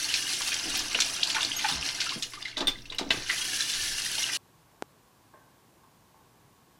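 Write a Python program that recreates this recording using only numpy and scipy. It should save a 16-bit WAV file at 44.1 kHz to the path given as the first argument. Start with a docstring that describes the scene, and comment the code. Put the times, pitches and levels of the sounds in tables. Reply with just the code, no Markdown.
"""A thin stream runs from a bathroom tap into the basin while a dog laps at it: random drops and gliding bubbles.
The water is turned down to a trickle; a paw knocks against the knob, heard as ringing metal, and opens it again.
A squeak (two thin tones), soft bumps, hum and a low rumble accompany it in a small hard room.
At 4.372 s the scene cuts to a quiet kitchen: shaped noise, one dry pop and a few soft wooden knocks."""
import sys
import numpy as np
from scipy import signal
from scipy.fft import rfft, irfft, next_fast_len
from scipy.io import wavfile

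SR = 44100
rng = np.random.default_rng(int(sys.argv[2]) if len(sys.argv) > 2 else 0)


def log_audio(samples):
    """Write samples as a 16-bit WAV file to the path given in sys.argv[1]."""
    # one column per channel
    frames = np.atleast_2d(samples).T
    # limit to full scale, then quantise
    limited = np.clip(frames, -1, 1)
    pcm = np.round(limited * 32767).astype(np.int16)
    wavfile.write(sys.argv[1], SR, pcm)


N = 299713
TIME = np.arange(N) / SR
CUT_S = 4.372   # the bathroom ends and the kitchen begins

# In the tables, level_db values are relative settings; fade_s is the time taken to fall by 60 dB.


def from_db(db):
    """Turn decibels into a gain."""
    return 10 ** (np.asarray(db) / 20)


def rms_one(x):
    """Scale a sound to an rms (average strength) of 1."""
    return x / np.sqrt(np.mean(x ** 2) + 1e-20)


def in_time(rows):
    """Draw one curve over time for each column after the first."""
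    s, *columns = np.transpose(rows)
    return [np.interp(TIME, s, column) for column in columns]


def add(out, s, sound):
    """Mix a sound in at time s."""
    start = max(round(s * SR), 0)
    out[start:start + len(sound)] += sound[:N - start]


def fade(fade_s):
    """Make an envelope that dies by 60 dB in fade_s."""
    return from_db(-60 * np.arange(int(fade_s * SR) + 1) / (fade_s * SR))


def band(x, low_hz, high_hz, order=2):
    """Keep the pitches between two edges (Butterworth band-pass)."""
    edges = np.clip([low_hz, high_hz], 10, .45 * SR)
    return signal.sosfilt(signal.butter(order, edges, "band", fs=SR, output="sos"), x + 1e-18)


def resonate(x, peaks):
    """Pass a sound through side-by-side resonances; a narrow one rings longer."""
    out = 0
    for hz, width_hz, db in peaks:
        r = np.exp(-np.pi * width_hz / SR)
        feedback = [1, -2 * r * np.cos(2 * np.pi * hz / SR), r * r]
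        gain = from_db(db) * (1 - r * r) / 2
        out = out + gain * signal.lfilter([1, 0, -1], feedback, x + 1e-18)
    return out


def ring(force, hz, fade_s):
    """Let a push set a dying sine ringing; a click of 1 starts it at height 1."""
    r, w = from_db(-60 / (fade_s * SR)), 2 * np.pi * hz / SR
    return signal.lfilter([0, np.sin(w)], [1, -2 * r * np.cos(w), r * r], force + 1e-18)


def struck(s, db, hz, fade_s, rise_cycles=0.78):
    """Start one dying sine at time s that builds up within about a cycle."""
    out, shape = np.zeros(N), fade(fade_s)
    turns = hz * TIME[:len(shape)]
    rise = np.minimum(turns / rise_cycles, 1)
    add(out, s, from_db(db) * shape * rise * np.sin(2 * np.pi * turns))
    return out


def colour(x, spectrum):
    """Reshape a steady sound by a curve of level over pitch."""
    hz, db = np.transpose(spectrum)
    size = next_fast_len(N)
    bins = np.maximum(np.fft.rfftfreq(size, 1 / SR), 1)
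    gain = from_db(np.interp(np.log(bins), np.log(hz), db))
    return irfft(rfft(x, size) * gain, size)[:N]


def drift(rate):
    """Wander by chance with spread 1, heading for a new value rate times a second."""
    knots = rng.standard_normal(1024)
    return rms_one(np.interp(TIME * rate, np.arange(len(knots)), knots))


def grains(per_s, spread_db):
    """Scatter clicks of unequal size and random sign."""
    sizes = from_db(spread_db * np.minimum(rng.exponential(1, N), 5))
    return (rng.random(N) < per_s / SR) * sizes * rng.choice([-1, 1], N)


def bursts(table, texture, spread, rise_s):
    """Cut quickly rising, fading bursts from a texture, each in a band around its own centre."""
    out = np.zeros(N)
    reach = max(spread, 1.1)
    for s, db, hz, fade_s in table:
        shape = fade(fade_s)
        shape = shape * (1 - np.exp(-TIME[:len(shape)] / rise_s))
        piece = texture[round(s * SR):][:len(shape)]
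        burst = band(piece * shape, hz / reach, hz * reach)
        add(out, s, from_db(db) * burst * np.linalg.norm(shape) / np.linalg.norm(burst))
    return out


def room(x, fade_s, wet_db, wall_hz):
    """Add dense reflections off hard walls, starting a few ms after the direct sound."""
    shape = fade(fade_s)
    tail = band(rng.standard_normal(SR * 2), 67, wall_hz, order=1)[:len(shape)] * shape
    tail[:SR // 400] = 0
    return x + from_db(wet_db) * signal.fftconvolve(x, tail / np.linalg.norm(tail))[:N]


# Steady tones of the bathroom mains hum: pitch_hz, level_db
HUM = [(119.5, -59), (240, -82)]


def mains_hum():
    """Hum in two steady sines."""
    return sum(from_db(db) * np.sin(2 * np.pi * hz * TIME) for hz, db in HUM)


# Moments when the microphone is jolted: start_s, level_db
JOLTS = [(0.65, -41), (2.62, -42), (2.75, -46.5), (3.0, -44), (3.1, -42.5), (3.739, -37.5)]
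JOLT_RISE_S, JOLT_FADE_S = .05, 0.88
HELD_DB = -58.5   # rumble of the steady hand


def handling_rumble():
    """Rumble as low noise; each jolt swells quickly and dies away over that of the steady hand."""
    jolts = np.zeros(N)
    shape = np.r_[np.linspace(0, 1, int(JOLT_RISE_S * SR)), fade(JOLT_FADE_S)]
    for s, db in JOLTS:
        add(jolts, s, from_db(db) * shape)
    # pitch_hz, level_db
    low_spectrum = [(8, -20.0), (18, -3.0), (28, -18.0), (45, -30.5), (100, -26.5), (400, -61.0)]
    sway = rms_one(colour(rng.standard_normal(N), low_spectrum))
    return np.hypot(jolts, from_db(HELD_DB)) * sway


# Spectrum of the quiet kitchen air: pitch_hz, level_db (per Hz)
KITCHEN = [(18, -54.5), (30, -32), (43, -7), (85, -7.5), (113, 0.5), (211, -5), (328, -6), (426, -8.5),
           (485, -9.5), (581, -11.5), (1000, -8.5), (1240, -17), (1650, -15), (1830, -19), (15000, -26)]
KITCHEN_DB = -61


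def kitchen_air():
    """Fill the kitchen with shaped noise and a faint hollow drone from two resonances."""
    air = from_db(KITCHEN_DB) * rms_one(colour(rng.standard_normal(N), KITCHEN))
    drone = rms_one(resonate(rng.standard_normal(N), [(1102, 47, 2), (1580, 103, -20)]))
    return air + from_db(-72.0) * drone


# Soft knocks and shuffles in the kitchen: start_s, level_db, centre_hz, fade_s
KNOCKS = [(5.338, -45, 1000, 0.05), (5.340, -53, 500, 0.2), (5.339, -58, 1560, 0.36),
          (5.834, -55, 1040, 0.12), (6.143, -60, 820, 0.25), (6.205, -61, 980, .1)]
# Wooden resonances of the cupboard: pitch_hz, width_hz, level_db
CUPBOARD = [(367, 41, -4), (645.5, 46, -5.5), (870, 62, 3.5), (1060, 50, 4), (1540, 29, 4)]
KNOCK_RING_DB, CUPBOARD_FADE_S = -9.5, 0.29


def cupboard_knocks():
    """Scuff the cupboard softly; the wood rings on, most at pitches near the knock's own."""
    scuffs = bursts(KNOCKS, resonate(rng.standard_normal(N), CUPBOARD), spread=1.31, rise_s=0.00072)
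    rings = np.zeros(N)
    for s, db, hz, _ in KNOCKS:
        for mode_hz, _, mode_db in CUPBOARD:
            distance_db = 20 * abs(np.log2(mode_hz / hz))
            rings += struck(s, db + KNOCK_RING_DB + mode_db - distance_db, mode_hz, CUPBOARD_FADE_S)
    return scuffs + rings


# Short tones inside the dry pop: pitch_hz, level_db, fade_s
POP = [(385, 12.5, 0.0062), (787, 6.5, 0.0079), (1400, -4, 0.011), (2190, -17, .004)]
POP_S, POP_DB = 4.8235, -27.5


def dry_pop():
    """Let one click set a few very short tones ringing, with the click itself mixed in upside down."""
    snap = np.zeros(N)
    add(snap, POP_S, from_db([POP_DB]))
    tones = sum(from_db(db) * ring(snap, hz, fade_s) for hz, db, fade_s in POP)
    return band(tones - 4.0 * band(snap, 300, 10200, order=1), 310, 10400)


def kitchen():
    """Place a dry pop close by and echoing soft knocks further off, with the top cut at 15200 Hz."""
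    distant_knocks = room(cupboard_knocks(), fade_s=0.78, wet_db=-11.5, wall_hz=4040)
    quiet = kitchen_air() + dry_pop() + distant_knocks
    return signal.sosfilt(signal.ellip(8, .2, 60, 15200, fs=SR, output="sos"), quiet)


# Low resonances of the bowl, drummed by the stream and by bumps: pitch_hz, width_hz, level_db
DRUM = [(82.3, 16, -2.5), (157.3, 85, -1.5), (215, 40, -4), (289, 52, 2.5), (351.4, 66, -7),
        (466.5, 51.6, -15), (648, 51.5, -10), (887, 730, -12)]
DRUM_DB, DRUM_LIVELY_DB = -25, 7   # below the loudest water; added as the drumming grows


def bowl_drumming(water_db, flow, liveliness):
    """Drum on the bowl's low resonances with noise that follows the flow and the liveliness curve."""
    level_db = water_db.max() + DRUM_DB + DRUM_LIVELY_DB * liveliness
    return rms_one(resonate(rng.standard_normal(N), DRUM)) * from_db(level_db) * np.sqrt(flow)


# Soft bumps against the basin: start_s, level_db, centre_hz, fade_s
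BUMPS = [(0.655, -42, 316, 0.97), (0.944, -36, 456, 0.25), (1.439, -41.5, 295, 0.26),
         (1.713, -39, 170, 0.25), (1.744, -36, 73.6, 0.3), (2.159, -34, 240, 0.17), (2.25, -53, 480, .3),
         (2.570, -34.5, 620, 0.3), (2.604, -25.5, 420, 0.065), (2.614, -31, 830, 0.12),
         (2.623, -30, 358, 0.06), (2.624, -35, 620, .06), (2.640, -35.5, 230, .1),
         (2.674, -32.5, 380, 0.15), (2.68, -43.5, 660, .2), (2.77, -51, 214, 0.44),
         (2.913, -46.5, 474, 0.32), (2.995, -32, 722, 0.063), (3.009, -24.5, 240, 0.067),
         (3.011, -32, 480, 0.13), (3.038, -36, 380, 0.08), (3.062, -37, 269, 0.25), (3.103, -31, 635, 0.15),
         (3.104, -31, 420, 0.056), (3.107, -31, 190, .07), (3.138, -29.5, 280, 0.066),
         (3.141, -37.5, 800, 0.13), (3.169, -36.5, 110, 0.14), (3.172, -35, 307, 0.17),
         (4.18, -38.5, 920, 0.12)]
CLAWS_PER_S = 900   # small contacts after a bump
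KICK_HZ = 330   # the first contact is kept from an octave below this to two above


def bumps(scuff_db=-6, judder_db=-1.0, thud_db=-1.5, thud_share=0.7, contact_db=20):
    """Bump with a hard contact and a pitched thud; small contacts then scuff the bowl and make it drum."""
    contacts = grains(CLAWS_PER_S, spread_db=1.8)
    scuff = from_db(scuff_db) * rms_one(band(contacts, 250, 2200))
    judder = rms_one(resonate(contacts, DRUM)) + scuff
    first = np.zeros(N)
    for s, db, _, _ in BUMPS:
        add(first, s, from_db([db + contact_db]))
    thuds = sum(struck(s, db + thud_db, hz, thud_share * fade_s) for s, db, hz, fade_s in BUMPS)
    shaking = bursts(BUMPS, judder, spread=1.96, rise_s=0.0012)
    return band(first, KICK_HZ / 2, KICK_HZ * 4) + thuds + from_db(judder_db) * shaking


# The valve's single squeak as the knob is turned: pitch_hz, level_db (peak), fade_s
SQUEAK = [(6530, -26.5, 0.077), (11870, -36, 0.084)]
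SQUEAK_S, SQUEAK_RISE_S = 1.561, 0.005


def squeak(waver=0.0019):
    """Slip the valve's seal so it sings in two thin, slightly unsteady tones that swell and fade."""
    out, speed = np.zeros(N), 1 + waver * drift(rate=130)
    for hz, db, fade_s in SQUEAK:
        shape = fade(fade_s)
        shape = shape * (1 - np.exp(-TIME[:len(shape)] / SQUEAK_RISE_S)) ** 2
        tone = np.sin(2 * np.pi * hz * np.cumsum(speed[:len(shape)]) / SR)
        add(out, SQUEAK_S, from_db(db) * shape / shape.max() * tone)
    return out


# Paw and claws on the tap: start_s, level_db, brightest_hz, roughness (0 to 1)
TAP_HITS = [(2.569, -24.5, 3500, 0.53), (2.578, -8, 3750, 0), (2.605, -23.5, 3440, 0.44),
            (2.671, -9, 3595, 0.08), (2.680, -7.5, 3527, 0.02), (2.672, -14.5, 8700, 0.03),
            (2.856, -44, 4550, 0.34), (2.902, -28.5, 3843, 0.07), (2.984, -8.5, 3773, 0.07),
            (3.105, -13, 2830, 0.62), (3.113, -29, 2730, 0.8)]
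# Tones the metal tap rings with: pitch_hz, level_db, fade_s
TAP = [(1585, 11, 0.032), (1995, 5.5, 0.036), (2616, 2, 0.047), (3000, 1.5, 0.042), (3555, 2, 0.039),
       (3640, -1.5, 0.064), (3860, -3.5, 0.014), (3895, 10, 0.023), (4397, 5, .025), (5330, -8, .03),
       (6750, -14, 0.03), (8660, -0.5, 0.02), (9485, -8, .02)]


def tap_knocks(clean_octaves=0.0088, rough_octaves=0.91, leak_db=-34, ring_db=0, rattle_db=-6,
               rattle_fade_s=0.11, chatter_db=-11, chatter_fade_s=0.09):
    """Ring few tones with a clean blow, many with a rough one; the loose knob chatters on after each."""
    s, db, bright_hz, rough = np.transpose(TAP_HITS)
    rough = np.clip(rough, .01, .99)
    reach_octaves = clean_octaves + rough_octaves * rough ** 2
    contacts, dying = grains(per_s=1800, spread_db=-2.5), fade(chatter_fade_s)
    blows = []
    for start in s:
        chatter = contacts[round(start * SR):][:len(dying)] * dying
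        blows.append(np.r_[1, from_db(chatter_db) * chatter / np.linalg.norm(chatter)])
    out = np.zeros(N)
    for hz, mode_db, fade_s in TAP:
        force = np.zeros(N)
        coupling = .5 ** (np.abs(np.log2(hz / bright_hz)) / reach_octaves) + from_db(leak_db)
        strengths = np.sqrt(1 - rough) * coupling * from_db(db + mode_db)
        for start, strength, blow in zip(s, strengths, blows):
            add(force, start, strength * blow)
        # the narrow band makes each tone take a moment to build up
        out += band(ring(force, hz, fade_s), hz / 1.06, hz * 1.06, order=1)
    rows = zip(s, db + 10 * np.log10(rough), bright_hz, np.full(len(s), rattle_fade_s))
    rattles = bursts(rows, rng.standard_normal(N), spread=1.56, rise_s=0.00078)
    return from_db(ring_db) * out + from_db(rattle_db) * rattles


def fizz(per_s, spread_db, cycles, low_hz, high_hz, glide=0.11):
    """Ring small bubbles at random times, each with a rising pitch; rms 1 up to the cut."""
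    when, pitch, size, sign = rng.random((30000, 4))[:int(per_s * CUT_S)].T
    pitches = low_hz + (high_hz - low_hz) * pitch * np.sqrt(pitch)
    rarity = np.minimum(-np.log(size), np.log(100))   # a few bubbles are much louder than the rest
    heights = np.copysign(from_db(spread_db * rarity) * np.sqrt(pitches), sign - .5)
    out = np.zeros(N)
    for s, hz, height in zip(when * CUT_S, pitches, heights):
        turns = hz * TIME[:int(cycles / hz * SR)]
        age = turns / cycles
        dying = np.exp(-np.log(1000) * age)
        add(out, s, height * dying * np.sin(2 * np.pi * turns * (1 + glide * age)))
    out = band(out, low_hz, high_hz)
    return out / out[TIME < CUT_S].std()


SPATTERS_PER_S, LAPPING_ENDS_S = 6.7, 2.2
SPATTER_DB, SPATTER_SPREAD_DB = 0, 2   # level above the water, and how far it strays either way
SPATTER_HZ, SPATTER_OCTAVES, SPATTER_FADE_S = 3600, 0.6, 0.023


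def spatters():
    """List small chance splashes while the dog laps, growing with the flow, as rows like the big ones."""
    when, size, pitch = rng.random((200, 3))[:int(SPATTERS_PER_S * LAPPING_ENDS_S)].T
    s = when * LAPPING_ENDS_S
    flow_s, flow_db = np.transpose(FLOW)
    db = np.interp(s, flow_s, flow_db) + SPATTER_DB + SPATTER_SPREAD_DB * (2 * size - 1)
    centre_hz = SPATTER_HZ * 2 ** (SPATTER_OCTAVES * (2 * pitch - 1))
    return list(zip(s, db, centre_hz, np.full(len(s), SPATTER_FADE_S)))


# Big splashes, as the tongue or a surge breaks the stream: start_s, level_db, centre_hz, fade_s
SPLASHES = [(0.139, -21, 3770, 0.13), (0.326, -28, 4900, 0.3), (0.407, -28.5, 1130, 0.05),
            (0.482, -36, 950, .05), (0.418, -22, 3770, 0.045), (0.475, -25, 6000, 0.04),
            (0.519, -27.5, 2380, 0.11), (0.541, -20, 4320, 0.049), (0.696, -29, 6500, .06),
            (0.749, -26.5, 4160, 0.32), (0.771, -31, 10500, .1), (0.946, -23.5, 2650, 0.094),
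            (0.988, -19, 1490, 0.028), (1.003, -14, 4340, 0.049), (1.018, -20.5, 3880, 0.057),
            (1.236, -24, 4800, 0.078), (1.299, -23, 3150, 0.077), (1.345, -24, 2840, 0.097),
            (1.363, -26.5, 1450, 0.12), (1.381, -29, 1460, .08), (1.592, -31, 2580, 0.24),
            (1.407, -25, 3500, 0.12), (1.449, -29.5, 4800, 0.072), (1.644, -23, 2030, 0.11),
            (1.688, -29.5, 1200, 0.17), (1.685, -22.5, 3830, 0.13), (1.685, -36, 11000, 0.054),
            (1.77, -38, 1400, .14), (1.845, -32, 5070, 0.14), (1.888, -23, 3080, 0.07),
            (2.002, -22, 3620, 0.15), (2.066, -41, 1340, .06), (2.093, -30.5, 3300, 0.2),
            (2.108, -38, 1100, .1), (2.224, -23, 4300, 0.087), (2.305, -52, 9600, .1),
            (2.335, -37, 2400, 0.086), (2.404, -47, 1700, 0.073), (2.426, -42, 4300, 0.031),
            (2.455, -35, 3000, 0.1), (2.479, -40, 3650, 0.16), (2.922, -32, 2690, 0.08),
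            (2.946, -46.5, 9000, 0.068), (2.985, -32, 1680, .07), (3.2, -45, 1100, .2),
            (3.294, -24, 2460, 0.16), (3.325, -31, 1830, 0.048), (3.604, -27, 3850, 0.09),
            (3.694, -27, 4630, 0.15), (3.732, -27, 3750, 0.14), (4.18, -27, 3120, .06),
            (4.222, -26, 3500, 0.081), (4.289, -32.5, 1500, 0.07), (4.351, -30, 4500, 0.035)]


def splashes():
    """Land flung water as short showers of droplets and bubbles."""
    droplets = rms_one(grains(per_s=9200, spread_db=4.5))
    froth = fizz(per_s=1800, spread_db=.5, cycles=24, low_hz=840, high_hz=9100)
    shower = droplets + from_db(-3.0) * froth
    return bursts(list(SPLASHES) + spatters(), shower, spread=1.536, rise_s=0.00079)


# Heavy single drops: start_s, level_db (peak), pitch_hz, ringing_cycles
DROPS = [(0.14, -3, 4330, 8), (0.597, -12, 4000, 10), (0.793, -9, 6300, 12), (0.9305, -21, 7800, 30),
         (1.0035, -11.5, 3440, 24), (1.0028, -6.5, 7400, 12), (1.010, -5.5, 5900, 27),
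         (1.272, -19, 7960, 22), (1.431, -13.5, 8250, 18), (1.827, -20, 3300, 15), (2.093, -12, 4240, 20),
         (2.224, -15, 3450, 14), (2.3355, -27, 4700, 25), (2.335, -24, 2600, 16), (2.358, -35, 3980, 28),
         (2.427, -23, 4900, 44), (2.452, -23, 3100, 14), (2.455, -24, 4200, 30), (2.486, -26.5, 3980, 24),
         (2.514, -31, 4400, 55), (2.856, -39, 5230, 40), (3.544, -10.5, 6000, 11), (3.699, -12, 5500, 8),
         (3.750, -10.5, 5030, 7), (3.962, -15.5, 4400, 6.3), (4.02, -14, 4910, 19), (4.050, -17, 10000, 45),
         (4.116, -15, 10000, 20), (4.214, -23, 10900, 61), (4.256, -37, 5160, 10)]


def drops():
    """Slap the wet bowl: a tick if it dies within a few cycles, a plip if it traps air and rings on."""
    return band(sum(struck(s, db, hz, cycles / hz) for s, db, hz, cycles in DROPS), 1490, 16000)


# The loudest single bubbles: start_s, level_db (peak), starting_pitch_hz, rise_octaves
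BUBBLES = [(0.043, -21.5, 4200, 0.12), (0.088, -24, 2750, 0.11), (0.140, -21, 2450, 0.11),
           (0.268, -24, 2880, .05), (0.518, -21.5, 2400, 0.12), (0.946, -18.5, 2400, 0.35),
           (0.9495, -20, 2800, 0.12), (1.020, -16.5, 3400, 0.11), (1.072, -23, 4500, 0.11),
           (1.230, -11, 2280, 1.5), (1.273, -21, 3600, 0.61), (1.346, -24.5, 2134, 0.23),
           (1.347, -33, 913, 0.02), (1.359, -32.5, 877, 0.04), (1.360, -24, 1335, 0.2),
           (1.378, -29.5, 1030, 0.18), (1.406, -22.5, 2560, 0.29), (1.429, -17.5, 3470, 0.11),
           (1.4475, -16, 3540, 0.66), (1.5155, -19, 2600, 0.48), (1.641, -26, 1406, .2),
           (1.641, -25, 852, 0.05), (1.649, -29, 795, 0.05), (1.651, -31, 1490, .1),
           (1.654, -26, 2170, 0.35), (1.723, -20, 3600, .1), (1.825, -23, 2300, 0.51),
           (2.015, -29, 1480, 0.12), (2.065, -29.5, 1244, 0.24), (2.095, -28, 2720, 0.26),
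           (2.117, -31.5, 990, 0.28), (2.239, -28, 2730, 0.19), (2.334, -38.5, 1070, 0.089),
           (2.372, -38, 1140, 0.15), (2.425, -29.5, 3360, 0.19), (2.454, -25.5, 2044, 0.044),
           (2.462, -33.5, 2000, 0.017), (2.477, -38, 1980, .06), (2.527, -38.5, 2130, .1),
           (2.563, -34.5, 1980, .04), (2.755, -36.5, 1940, .1), (2.899, -31.5, 3100, .35),
           (2.921, -42.5, 1030, .04), (2.946, -31.5, 2780, .12), (3.296, -19, 1940, 0.09),
           (3.304, -19, 1900, 0.18), (3.452, -27, 2900, 0.0496), (3.606, -17, 3900, 0.067),
           (3.620, -20.5, 3400, .08), (3.731, -24, 3400, .08), (3.983, -22.5, 2780, .06),
           (4.060, -28.5, 1880, 0.073), (4.183, -24, 2980, .08), (4.239, -18.5, 2800, .1),
           (4.263, -26, 3110, .08), (4.364, -28, 2750, .08), (4.297, -27, 1890, 0.14)]
BUBBLE_CYCLES = 15   # length of a bubble in cycles of its starting pitch, so the big, low ones last longest
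# Drain resonances set ringing by low bubbles: pitch_hz, width_hz, level_db
DRAIN = [(800.5, 11.95, 5.5), (857, 26, -0.5)]


def bubbles():
    """Glide each bubble's pitch upward as it nears the surface; the lowest ring on in the drain."""
    out = np.zeros(N)
    for s, db, hz, octaves in BUBBLES:
        age = np.linspace(0, 1, int(BUBBLE_CYCLES / hz * SR))
        phase = 2 * np.pi * np.cumsum(hz * 2 ** (octaves * age)) / SR
        swell = np.sin(np.pi * age ** 0.95)
        add(out, s, from_db(db) * swell * np.sin(phase))
    return out + resonate(out, DRAIN)


# Echoes off the sides of the bowl: delay_s, level_db
BASIN_ECHOES = [(.0019, -12), (.0037, -9)]
WANDER, WANDER_PER_S = 0.0411, 9   # typical share by which the delays change, and how often


def basin_echoes(x):
    """Shift the water's colour with echoes whose delays change as the stream wanders over the bowl."""
    out = x
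    for delay_s, db in BASIN_ECHOES:
        delay = delay_s * (1 + WANDER * drift(WANDER_PER_S))
        out = out + from_db(db) * np.interp(TIME - delay, TIME, x)
    return out


GURGLE_DB, GURGLE_LIVELY_DB = -38, 24.5   # relative to the water; added as the gurgling grows


def gurgle(water_db, liveliness):
    """Gurgle with low bubbles whose level follows the water and the liveliness curve."""
    level_db = water_db + GURGLE_DB + GURGLE_LIVELY_DB * np.clip(liveliness, 0, 1)
    return from_db(level_db) * fizz(per_s=440, spread_db=3.0, cycles=21, low_hz=623, high_hz=1783)


# Flow from the tap (running, a trickle, knocked open again), as the level of the water: time_s, level_db
FLOW = [(0, -30), (0.26, -30.5), (0.45, -32), (0.63, -31.5), (0.72, -30), (0.9, -33.5), (1.11, -32.5),
        (1.19, -34.5), (1.42, -31), (1.51, -35), (1.72, -30.5), (1.8, -34.5), (1.86, -31.5), (1.93, -35.5),
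        (2.12, -34), (2.219, -45.5), (2.3, -55), (2.35, -46.5), (2.49, -48), (2.56, -52), (2.87, -56.5),
        (3.095, -50), (3.125, -39), (3.26, -36.5), (3.32, -29.5), (3.9, -29.5), (4.23, -29.5), (4.29, -31),
        (4.34, -28.5)]
# How strongly the water gurgles, plinks and drums on the bowl: time_s, share (0 to 1)
LIVELINESS = [(0, 0.59), (1.05, 1), (1.7, 0.96), (2.13, 0.78), (2.3, 1), (3.0, 1), (3.15, 0.7), (3.9, 0.39),
              (4.2, 0.59)]
# Fine spray that hisses when the stream hits the bowl freely: time_s, level_db
SPRAY = [(0, -40.5), (0.42, -39), (0.63, -44.5), (0.75, -41.5), (0.97, -46.5), (1.11, -39), (1.2, -48.5),
         (1.3, -43.5), (1.58, -48), (1.72, -38.5), (1.79, -57.5), (1.85, -44.5), (2.1, -49.5),
         (2.25, -48.5), (2.42, -58), (2.55, -65), (3.09, -68.5), (3.125, -45.5), (3.27, -52.5),
         (3.315, -38), (3.85, -38.5), (4.23, -38), (4.29, -42.5), (4.35, -36.5)]
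# Colour of the water: pitch_hz, level_db (per Hz)
WATER = [(400, -40.5), (900, -23), (1300, -9.5), (1700, -4.5), (2200, -5.5), (3000, -4), (4200, -1.5),
         (6000, 0), (7000, -7.5), (8500, -8.5), (11100, -8), (12100, -18.5), (15500, -21)]
# Hollows of the basin that colour the water: pitch_hz, width_hz, level_db
BASIN = [(1710, 140, -2), (2845, 210, 1), (10000, 920, -19.5)]


def stream(drops_per_s=9000, fizz_db=-3.5, plinks_db=-3.5, pips_db=-4.0, drips_db=3, flutter_db=1.5,
           water_gain_db=-0.5):
    """Patter drops on the bowl amid fizzing bubbles; as the flow falls, separate drips come forward."""
    (water_db,), (liveliness,), (spray_db,) = in_time(FLOW), in_time(LIVELINESS), in_time(SPRAY)
    flow = from_db(water_db - water_db.max())
    patter = rms_one(grains(drops_per_s, spread_db=2.5))
    froth = fizz(per_s=2200, spread_db=2.0, cycles=53, low_hz=1324.0, high_hz=12770)
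    drips = fizz(per_s=330, spread_db=3.5, cycles=30, low_hz=1200, high_hz=5900)
    plinks = fizz(per_s=380, spread_db=1.5, cycles=85, low_hz=2300, high_hz=11000, glide=.04)
    pips = fizz(per_s=200, spread_db=1.8, cycles=55, low_hz=2000, high_hz=11500, glide=.1)
    lively = (from_db(plinks_db) * plinks + from_db(pips_db) * pips) * liveliness
    running = (patter + from_db(fizz_db) * froth + lively) * (flow + 0.052) ** 0.11
    water = running + from_db(drips_db) * drips * (1 - flow) ** 2
    water = colour(basin_echoes(water + resonate(water, BASIN)), WATER)
    water = water * from_db(flutter_db * drift(rate=64))
    # below about 7000 Hz is the body of the water, the rest is fine mist
    body = signal.sosfiltfilt(signal.butter(3, 7000, fs=SR, output="sos"), water)
    mist = water - body
    bathroom_time = TIME < CUT_S
    spray = from_db(spray_db) * mist / mist[bathroom_time].std()
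    body = from_db(water_db + water_gain_db) * body / body[bathroom_time].std()
    return body + spray + gurgle(water_db, liveliness) + bowl_drumming(water_db, flow, liveliness)


def bathroom():
    """Put water, tap and basin in a small hard room, over hum and handling rumble."""
    water = stream() + splashes() + drops() + bubbles()
    knocks = tap_knocks() + squeak() + bumps()
    sounds = room(water + knocks, fade_s=0.22, wet_db=-11.0, wall_hz=9940)
    return from_db(-1.5) * sounds + mains_hum() + handling_rumble()


def scene():
    """Play the bathroom, which gives way at once to the kitchen."""
    return np.where(TIME < CUT_S, bathroom(), kitchen())[None]


CUTOFF_HZ = 15900


def record(dry):
    """Cut the top steeply with an elliptic low-pass filter."""
    return signal.sosfilt(signal.ellip(10, .2, 80, CUTOFF_HZ, fs=SR, output="sos"), dry)


dry = scene()
out = record(dry)
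log_audio(out)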